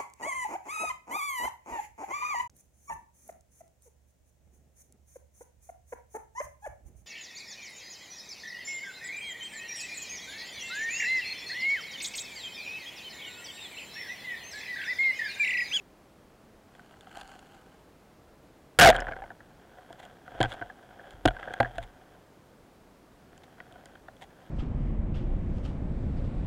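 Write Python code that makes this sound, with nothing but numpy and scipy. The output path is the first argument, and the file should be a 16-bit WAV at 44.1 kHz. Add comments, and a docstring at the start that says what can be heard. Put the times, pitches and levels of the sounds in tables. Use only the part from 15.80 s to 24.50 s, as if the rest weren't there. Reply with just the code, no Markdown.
"""A speargun fires under water: hard blows, a juddering scrape and recoil overload the microphone of a camera
that rides on the gun in a sealed housing. Contacts ring damped modes and excite short noise bursts; friction
is a filtered train of slips. Before the shot, seagrass rustles and flicks as the gun is pushed through it;
afterwards bands and line rattle out and the gear knocks and rubs as it is handled, over a steady hiss."""
import sys
import numpy as np
from scipy import signal
from scipy.io import wavfile

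SR = 44100
rng = np.random.default_rng(int(sys.argv[2]) if len(sys.argv) > 2 else 0)


def waveform_to_disk(signal):
    """Save audio, clipped to [-1, 1], as 16-bit WAV at the path in sys.argv[1]."""
    frames = np.transpose(np.atleast_2d(signal))
    scaled = np.clip(frames, -1, 1) * 32767
    samples = np.round(scaled).astype(np.int16)
    wavfile.write(sys.argv[1], SR, samples)


N = 383669
TIME = np.arange(N) / SR

# trigger, band release and the shaft's tail leaving the muzzle: t/s, level/dB, weight/0-1, hardness/0-1
SHOT_BLOWS = [(2.9884, -3, .45, .85), (2.9906, -6.5, .4, .9), (2.9969, 2.5, .05, .82),
              (3.0027, -13, 0.3, .85), (3.112, -19.5, 0.4, .55)]
# slack bands bouncing on the gun: t/s
BAND_BOUNCES = [3.1244, 3.1284, 3.1457, 3.151, 3.1566, 3.1861, 3.1931, 3.2218, 3.269, 3.2844, 3.2903, 3.312,
                3.3212, 3.334, 3.3644, 3.4206, 3.4386, 3.5035, 3.5165, 3.6049]
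# steel shaft pinging: t/s, f/Hz, level/dB, t60/s
SHAFT_PINGS = [(2.9968, 11450, -10.5, .025), (3.0025, 12000, -18.5, .012), (3.02, 5500, -7.5, .025),
               (3.2075, 5250, -37, .016)]
# shaft, line and hands hitting the gun: t/s, level/dB, weight/0-1, hardness/0-1
GEAR_KNOCKS = [(3.1639, -21.5, 0.3, 0.79), (3.2035, -35.5, .2, 1), (3.985, -42, .55, 0.2),
               (4.1046, -40, 0.7, 0.14), (4.1278, -41, 0.2, 0.92), (4.2521, -43.5, 0.55, 0.94),
               (4.479, -36, 0.35, .1), (4.5193, -37.5, 0.6, .05), (4.5488, -40, 0.93, 0.3),
               (4.6033, -24.5, 1, 0.4), (4.6052, -21, 0.43, 0.66), (4.6127, -16, 0.77, 0.64),
               (4.6293, -15.5, 0, 0.82), (4.6379, -21, 0.57, 0.6), (4.6476, -21, 0.65, 0.42),
               (4.6569, -25, 0.62, .35), (4.719, -30.5, 0.1, 0.71), (4.7261, -32, 0.46, 0.77),
               (4.7381, -40, .5, 0.88), (4.814, -28, 0.68, 0), (4.8233, -30.5, 0.46, 0.1),
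               (4.8994, -37, 0, 0.1), (5.1934, -38, .35, 0), (5.3074, -47.5, 0.44, 1),
               (5.3324, -57, 0.8, 1), (5.4541, -12.5, 0.9, 0.6), (5.4574, -12, 0.92, 0.88),
               (5.4768, -14.5, .45, 0.6), (5.4839, -18.5, 0.6, 0.72), (5.5074, -30.5, 0.6, 0.3),
               (5.5666, -34, 0.3, 0.3), (5.5925, -36, 0.2, .05), (5.629, -28, 0, 0.24),
               (5.6748, -33.5, 0.67, 0), (5.6822, -31.5, 0.3, 0), (5.7067, -29, 0.63, 0),
               (5.7387, -28.5, 0, 0.36), (5.8012, -14, 0.3, 0), (5.803, -11, 0.12, 0.45),
               (5.8065, -16, 0.69, .3), (5.8291, -21, 0.47, 0.4), (5.8474, -30, 0.04, .05),
               (5.8567, -27, 0.13, .02), (5.9824, -25.5, 0.46, 0.7), (7.53, -50, .25, .35),
               (7.578, -51, .5, 1), (7.62, -53, 0.2, .8), (7.7809, -45, .5, .1), (7.8029, -38, 0.24, 0.3),
               (7.9239, -51.5, 1, 1), (7.9575, -42, .6, 0.16), (8.0571, -41, .3, 0.97),
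               (8.154, -41.5, 0.4, 0.5), (8.2838, -37.5, 0.42, 0.3), (8.3671, -52.5, .5, 0.88),
               (8.664, -52, .4, 0.7)]
# low tones of heavy bumps on the gun: t/s, f/Hz, level/dB, t60/s
HEAVY_BUMPS = [(4.6035, 320, -19.5, 0.036), (4.606, 118, -23, .2), (4.657, 130, -38.5, 0.056),
               (5.4545, 306, -9.5, 0.044), (5.456, 126, -22.5, 0.14), (5.8012, 120, -27.5, 0.29),
               (5.802, 246, -25, 0.1), (5.982, 59.5, -35, 0.092)]
# glove and line rubbing along the gun: t/s, level/dB; its spectrum: f/Hz, level/dB
RUB_LEVEL = [(3.6, -64.5), (4.28, -53.5), (4.41, -62.5), (4.55, -47), (4.81, -47.5), (4.92, -60),
             (5.24, -51.5), (5.42, -58), (5.6, -45), (6.02, -53), (6.15, -61.5), (6.35, -60.5), (6.5, -75),
             (7.35, -74), (7.55, -62.5), (8.14, -58), (8.26, -73), (8.7, -57)]
RUB_SPECTRUM = [(200, -22.5), (420, -13.5), (540, -3.5), (640, -8), (740, 2), (850, -10), (1200, -17),
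                (1560, -7), (1850, -16), (2300, -25), (2900, -23.5), (3280, -16), (4000, -36.5),
                (7000, -41), (15000, -61)]
# short drags of the line over the gun: middle t/s, length/s, level/dB; their spectrum: f/Hz, level/dB
LINE_DRAGS = [(3.151, 0.063, -41), (4.199, 0.038, -48.5), (4.234, 0.043, -50.5), (4.71, 0.11, -46.5),
              (5.316, 0.05, -60), (5.739, 0.0062, -31), (5.96, 0.021, -50.5), (5.984, 0.015, -49),
              (6.033, 0.036, -47), (7.64, 0.021, -53), (8.427, 0.051, -47)]
DRAG_SPECTRUM = [(400, -6.5), (780, 13.5), (1200, -6), (2000, 4), (2600, -5), (3400, 1.5), (5200, -19),
                 (7000, -11.5), (9500, -18), (15000, -25)]
# shoves that set the gun swaying in the hand: t/s, level/dB; the sway's spectrum: f/Hz, level/dB
HAND_SHOVES = [(1.44, -53), (3.02, -27), (3.12, -40), (3.185, -40), (3.31, -40), (3.41, -49),
               (4.625, -30.5), (5.35, -47), (5.475, -35), (5.82, -48), (5.99, -36.5)]
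SWAY_SPECTRUM = [(15, -3), (42, 3.5), (65, -8), (115, -8.5), (190, -25), (600, -69)]
# strongest seagrass blades flicking the housing: t/s, level/dB, weight/0-1, hardness/0-1
BLADE_FLICKS = [(.9511, -44, .65, 0.6), (.995, -45.5, 0.1, 0.4), (1.11, -49, 0.6, 0.8),
                (1.14, -47, 0.4, .35), (1.2087, -48, 0.3, 0.94), (1.2702, -41, 0.4, 0.42),
                (1.3138, -45, 0.3, 0.75), (1.3493, -48, .3, .9), (1.3713, -37, 0.67, 0.95),
                (1.4019, -49, 0.68, 1), (1.4122, -38.5, 0.54, 0.87), (1.4763, -47, .55, 0.97),
                (1.5178, -41, 0.2, 0.74), (1.554, -45, .75, 0.7)]
# seagrass pressing past the housing: t/s, level/dB; its spectrum: f/Hz, level/dB
GRASS_LEVEL = [(.87, -73.5), (.97, -64.5), (1.26, -60.5), (1.39, -48), (1.45, -54.5), (1.51, -52),
               (1.62, -59), (1.76, -58.5), (2.15, -74)]
GRASS_SPECTRUM = [(300, -27), (600, -19.5), (780, 6.5), (1000, -9), (1300, -6), (1590, -3), (1850, -19),
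                  (2500, -21), (3000, -11), (3800, -29), (4300, -16.5), (5400, -32), (7000, -22.5),
                  (9800, -31), (12000, -31), (16000, -54.5)]
# spectrum of the camera's hiss: f/Hz, relative level/dB
HISS_SPECTRUM = [(12, -30.5), (20, -3), (44, 0.5), (81, -2), (192, 0), (308, -2), (419, -3), (570, -5.5),
                 (620, -4.5), (819, -8.5), (916, -9.5), (1280, -13), (2960, -22.5), (13400, -33),
                 (15800, -33)]

# nominal modes of gun and housing, varied from blow to blow: f/Hz, level/dB, t60/s
HOUSING_MODES = [(40, -15, 0.56), (85.5, -8.5, 0.11), (120, -5, 0.11), (251, -6, 0.08), (320, 0, .04),
                 (523, -5.5, 0.036), (697, -1.5, 0.081), (731.7, -1.5, 0.063), (942, -11, 0.046),
                 (1180, -13, .02), (1400, -5, .025), (1543, 1, 0.031), (1649, -1, 0.025), (1925, -8, 0.023),
                 (2430, -7.5, 0.012), (2950, -6, 0.023), (3320, 0, .016), (4300, -9, 0.0069)]
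# boundaries between the thud, knock, clack and snap registers: f/Hz
REGISTER_EDGES = [420, 1100, 2250]
# a light, soft blow, then what full weight and full hardness add:
# thud level/dB, knock level/dB, clack level/dB, snap level/dB, tick level/dB
LIGHT_BLOW = (-27, -8, 0, -32, -39)
ADDED_BY_WEIGHT = (22.5, 12, -7, -1.5, 0.5)
ADDED_BY_HARDNESS = (0.5, -5.5, -1.5, 30, 38.5)
# exponent of hardness for thud, knock, clack, snap and tick: the snap comes in early and the tick late
HARDNESS_EXPONENTS = (1, 1.2, 0.75, 0.46, 1.7)
# bright tick of a hard contact: f/Hz, level/dB
TICK_SPECTRUM = [(1500, -33.5), (3500, -6), (4800, -2), (5600, -10), (7300, 1.5), (8200, -9), (9300, -1.5),
                 (10800, -15), (16000, -24.5)]
# toneless crack at the start of a blow: f/Hz, level/dB
CRACK_SPECTRUM = [(200, -8.5), (1000, 0.5), (2300, 1.5), (4500, -17), (15000, -39.5)]


def shot():
    """Superposition: a volley of impacts, sliding friction of the shaft, and recoil make up the shot."""
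    volley = blows(np.vstack([SHOT_BLOWS, slaps()]), ring=0.8, tick_t60=0.011, crack_db=-5.5)
    return volley + shaft_run() + recoil()


def slaps(count=9):
    """Repeated impact: the shaft slaps its track at widening gaps, each slap weaker, heavier and softer."""
    start_s, first_gap_s, gap_growth = 3.0102, 0.005, 1.188
    # sum of the geometrically growing gaps
    elapsed = first_gap_s * (gap_growth ** np.arange(count) - 1) / (gap_growth - 1)
    db, weight = np.linspace(7, 6, count), np.linspace(0.12, 0.5, count)
    hardness = np.linspace(0.68, 0.3, count)
    return np.column_stack([start_s + elapsed, db, weight, hardness])


def shaft_run(waver=0.04, scrape_db=-14, grip_db=4):
    """Frequency modulation and friction: the judder swells, holds and stops while its pitch sags."""
    start_s, full_s, end_s = SHOT_BLOWS[0][0], 3.046, 3.105
    envelope = (TIME > start_s) * swell(full_s, end_s, db=-2.5, rise=450.5, fall=2500)
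    # 690 Hz at full swell, sagging by 560 Hz per second, with a random waver
    hz = 690 - 560 * (np.clip(TIME, start_s, end_s) - full_s)
    turns = np.cumsum(hz * (1 + waver * wander(120))) / SR
    grip = evened(gain_of(grip_db * wander(98)))  # the shaft bears unevenly on the track
    judder = np.sqrt(2) * grip * np.sin(2 * np.pi * turns)
    scrape = gain_of(scrape_db) * coloured(slips(2600, 6.2), DRAG_SPECTRUM)
    return envelope * (judder + scrape)


def recoil(level_db=-1):
    """Reaction and exponential decay: the gun kicks back and churns the water, heard as low noise."""
    age = np.maximum(TIME - SHOT_BLOWS[0][0], 0)
    surge = 0.053 * (age > 0) * np.exp(-age / 0.066)  # time constant in s
    return gain_of(level_db) * surge * evened(band(wander(100), 33, "high"))


def rattle():
    """Loss of energy in repeated impact: the slack bands bounce ever weaker and softer."""
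    first_db, fall_db_per_s = -22, 38
    weight, first_hardness, soften_s = 0.42, 0.2, 0.18
    rows = []
    for s in BAND_BOUNCES:
        age = s - BAND_BOUNCES[0]
        hardness = first_hardness * np.exp(-age / soften_s)
        rows.append((s, first_db - fall_db_per_s * age, weight, hardness))
    return blows(rows, ring=0.87, tick_t60=0.006, detune=0.059, crack_db=-6.5)


def line_out(spread_db=5.5, dull_hz=2700):
    """Sliding friction: the line whips out after the shaft and slithers to rest."""
    envelope = swell(3.09, 3.09, db=-32, rise=260, fall=65.5)
    slither = coloured(slips(700, spread_db), RUB_SPECTRUM)
    return envelope * band(slither, dull_hz, "low")


def rings(rows):
    """Free damped oscillation: single dying tones for the pings of steel and the hum of heavy bumps."""
    out, t = np.zeros(N), np.arange(SR // 5) / SR
    for s, hz, db, t60 in rows:
        add(out, s, gain_of(db) * decay(t, t60) * np.sin(2 * np.pi * hz * t))
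    return out


def knocks():
    """Impact excitation: gear hits the gun, with small chance blows during the rubbing."""
    small = scatter(RUB_LEVEL, above_db=2.5, spread_db=6, weight=0.35, hardness=0.15, count=110)
    return blows(np.vstack([GEAR_KNOCKS, small]), ring=0.85, tick_t60=0.0056, crack_db=-9)


def rub(level_db=-1, spread_db=4.3):
    """Sliding friction: glove and line rub along the gun."""
    return gain_of(level_db) * level(RUB_LEVEL) * coloured(slips(1300, spread_db), RUB_SPECTRUM)


def drags(spread_db=4.0):
    """Sliding friction in short spells: each pull of the line swells and fades under a smooth window."""
    pull = np.zeros(N)
    for middle, length, db in LINE_DRAGS:
        add(pull, middle - length / 2, gain_of(db) * np.hanning(round(length * SR)))
    return coloured(pull * slips(2800, spread_db), DRAG_SPECTRUM)


def sway():
    """Amplitude modulation: each shove raises and releases a low noise as the gun sways in the hand."""
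    swing = sum(swell(s, s, db, rise=520.5, fall=200.5) for s, db in HAND_SHOVES)
    return swing * coloured(rng.standard_normal(N), SWAY_SPECTRUM)


def seagrass(body_db=-2, fizz_db=-10, flick_db=0.5):
    """Friction and impact: rough blades drag over the housing and flick free."""
    rustle = coloured(slips(900, 4.0), GRASS_SPECTRUM)
    body = gain_of(body_db) * evened(band(rustle, 2500, "low", order=4))
    fizz = gain_of(fizz_db) * evened(band(rustle, 2300, "high", order=4))
    small = scatter(GRASS_LEVEL, above_db=2.0, spread_db=10.5, weight=0.47, hardness=0.7, count=34)
    flicks = blows(np.vstack([BLADE_FLICKS, small]), ring=0.72, tick_t60=0.01)
    return level(GRASS_LEVEL) * (body + fizz) + gain_of(flick_db) * flicks


def hiss(level_db=-57):
    """Stationary filtered noise: the dull, even hiss of the camera itself."""
    return gain_of(level_db) * coloured(rng.standard_normal(N), HISS_SPECTRUM)


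def blows(rows, ring, tick_t60, detune=0.04, uneven_db=3.5, contact_hz=4600, crack_db=-10, crack_t60=0.02):
    """Modal superposition: each blow rings the modes, its weight and hardness setting each register's share."""
    hz, db, t60 = np.transpose(HOUSING_MODES)
    register = np.searchsorted(REGISTER_EDGES, hz)
    t = np.arange(SR // 4) / SR
    sign = (-1) ** np.arange(len(hz))  # neighbouring modes push the wall in opposite directions
    dying = decay(t, ring * t60[:, None])
    body, ticks, cracks = np.zeros((3, N))
    for s, *force_db, tick_db in contacts(rows):
        chance_db = uneven_db * rng.standard_normal(len(hz))
        size = sign * gain_of(db + np.array(force_db)[register] + chance_db)
        blow_hz = hz * (1 + detune * rng.standard_normal(len(hz)))
        swing = np.sin(2 * np.pi * np.outer(blow_hz, t))
        add(body, s, size @ (swing * dying))
        add(ticks, s, gain_of(tick_db) * decay(t, tick_t60))
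        add(cracks, s, gain_of(crack_db + np.mean(force_db[1:])) * decay(t, crack_t60))
    cushioned = band(body, contact_hz, "low", order=4)  # water softens each contact
    tick_noise = coloured(ticks * rng.standard_normal(N), TICK_SPECTRUM)
    crack_noise = coloured(cracks * rng.standard_normal(N), CRACK_SPECTRUM)
    return cushioned + tick_noise + crack_noise


def contacts(rows):
    """Contact spectrum: weight favours the low registers; hardness brings out snap and tick."""
    s, db, weight, hardness = np.array(rows).T[:, :, None]
    edge = np.clip(hardness, 0, 1) ** np.array(HARDNESS_EXPONENTS)
    from_weight = weight * np.array(ADDED_BY_WEIGHT)
    from_hardness = edge * np.array(ADDED_BY_HARDNESS)
    return np.hstack([s, db + np.array(LIGHT_BLOW) + from_weight + from_hardness])


def scatter(curve, above_db, spread_db, weight, hardness, count):
    """Random impacts: one small blow in each equal slice of a movement, its level following the movement."""
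    times, db = np.transpose(curve)
    when, size, heavy, hard = rng.random((count, 4)).T
    s = times[0] + (times[-1] - times[0]) * (np.arange(count) + when) / count
    blow_db = np.interp(s, times, db) + above_db + spread_db * (size - 0.5)
    return np.column_stack([s, blow_db, 2 * weight * heavy, hardness * (0.5 + hard)])


def slips(per_s, spread_db):
    """Stick-slip friction: a random train of tiny slips, most small and a few large, at rms 1."""
    size = gain_of(spread_db * np.minimum(rng.exponential(1, N), 4))
    happens = rng.random(N) < per_s / SR
    return evened(size * rng.choice([-1, 1], N) * happens)


def swell(full_s, end_s, db, rise, fall):
    """Exponential growth and decay: holds db from full_s to end_s; rise and fall in dB per second."""
    before, after = np.maximum(full_s - TIME, 0), np.maximum(TIME - end_s, 0)
    return gain_of(np.maximum(db - rise * before - fall * after, -200))


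def decay(t, t60):
    """Exponential damping: amplitude falls by 60 dB in t60 seconds."""
    return np.exp(-np.log(1000) * t / t60)


def wander(hz):
    """Low-passed random fluctuation of rms 1."""
    return evened(band(rng.standard_normal(N), hz, "low"))


def coloured(x, points, size=4096):
    """Minimum-phase filtering: a causal filter of unit energy imposes the given spectrum."""
    hz, db = np.transpose(points)
    bins = abs(np.fft.fftfreq(size, 1 / SR)) + 1  # 1 Hz offset keeps the logarithm finite
    log_gain = np.log(gain_of(np.interp(np.log(bins), np.log(hz), db)))
    # the Hilbert transform of the log gain gives the phase
    response = np.exp(np.conj(signal.hilbert(log_gain)))
    taps = np.fft.ifft(response).real[:size // 2]
    return signal.oaconvolve(x, taps / np.linalg.norm(taps))[:len(x)]


def band(x, hz, kind, order=2):
    """Butterworth filtering: low-pass or high-pass."""
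    return signal.sosfilt(signal.butter(order, hz, kind, fs=SR, output="sos"), x)


def level(rows):
    """Amplitude envelope: follows a dB curve, practically silent outside it."""
    return gain_of(np.interp(TIME, *np.transpose(rows), left=-150, right=-150))


def gain_of(db):
    """Logarithmic level: decibels to amplitude."""
    return 10 ** (np.asarray(db) / 20)


def evened(x):
    """Normalisation of power: scales to rms 1."""
    return x / np.sqrt(np.mean(x ** 2) + 1e-20)


def add(mix, s, sound):
    """Linear superposition: mixes a sound in at time s."""
    part = mix[round(s * SR):][:len(sound)]
    part += sound[:len(part)]


def scene():
    """Common transmission path: all sound arrives through the housing, so both channels are alike."""
    firing = shot() + rattle() + line_out() + rings(SHAFT_PINGS)
    handling = knocks() + rings(HEAVY_BUMPS) + rub() + drags() + sway()
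    sound = firing + handling + seagrass()
    return np.array([sound, sound])


def record(dry, ceiling=0.3, knee=9, rolloff_hz=12500, edge_hz=15900):
    """Saturation and band limiting: the input overloads, then come gentle roll-off, hiss and a steep cut."""
    clipped = dry / (1 + abs(dry / ceiling) ** knee) ** (1 / knee)
    without_rumble = band(clipped, 15, "high", order=1)
    mellow = band(without_rumble, rolloff_hz, "low", order=1)
    steep_cut = signal.firwin(301, edge_hz, window=("kaiser", 8), fs=SR)
    return signal.oaconvolve(mellow + hiss(), steep_cut[None], "same")


dry = scene()
out = record(dry)
waveform_to_disk(out)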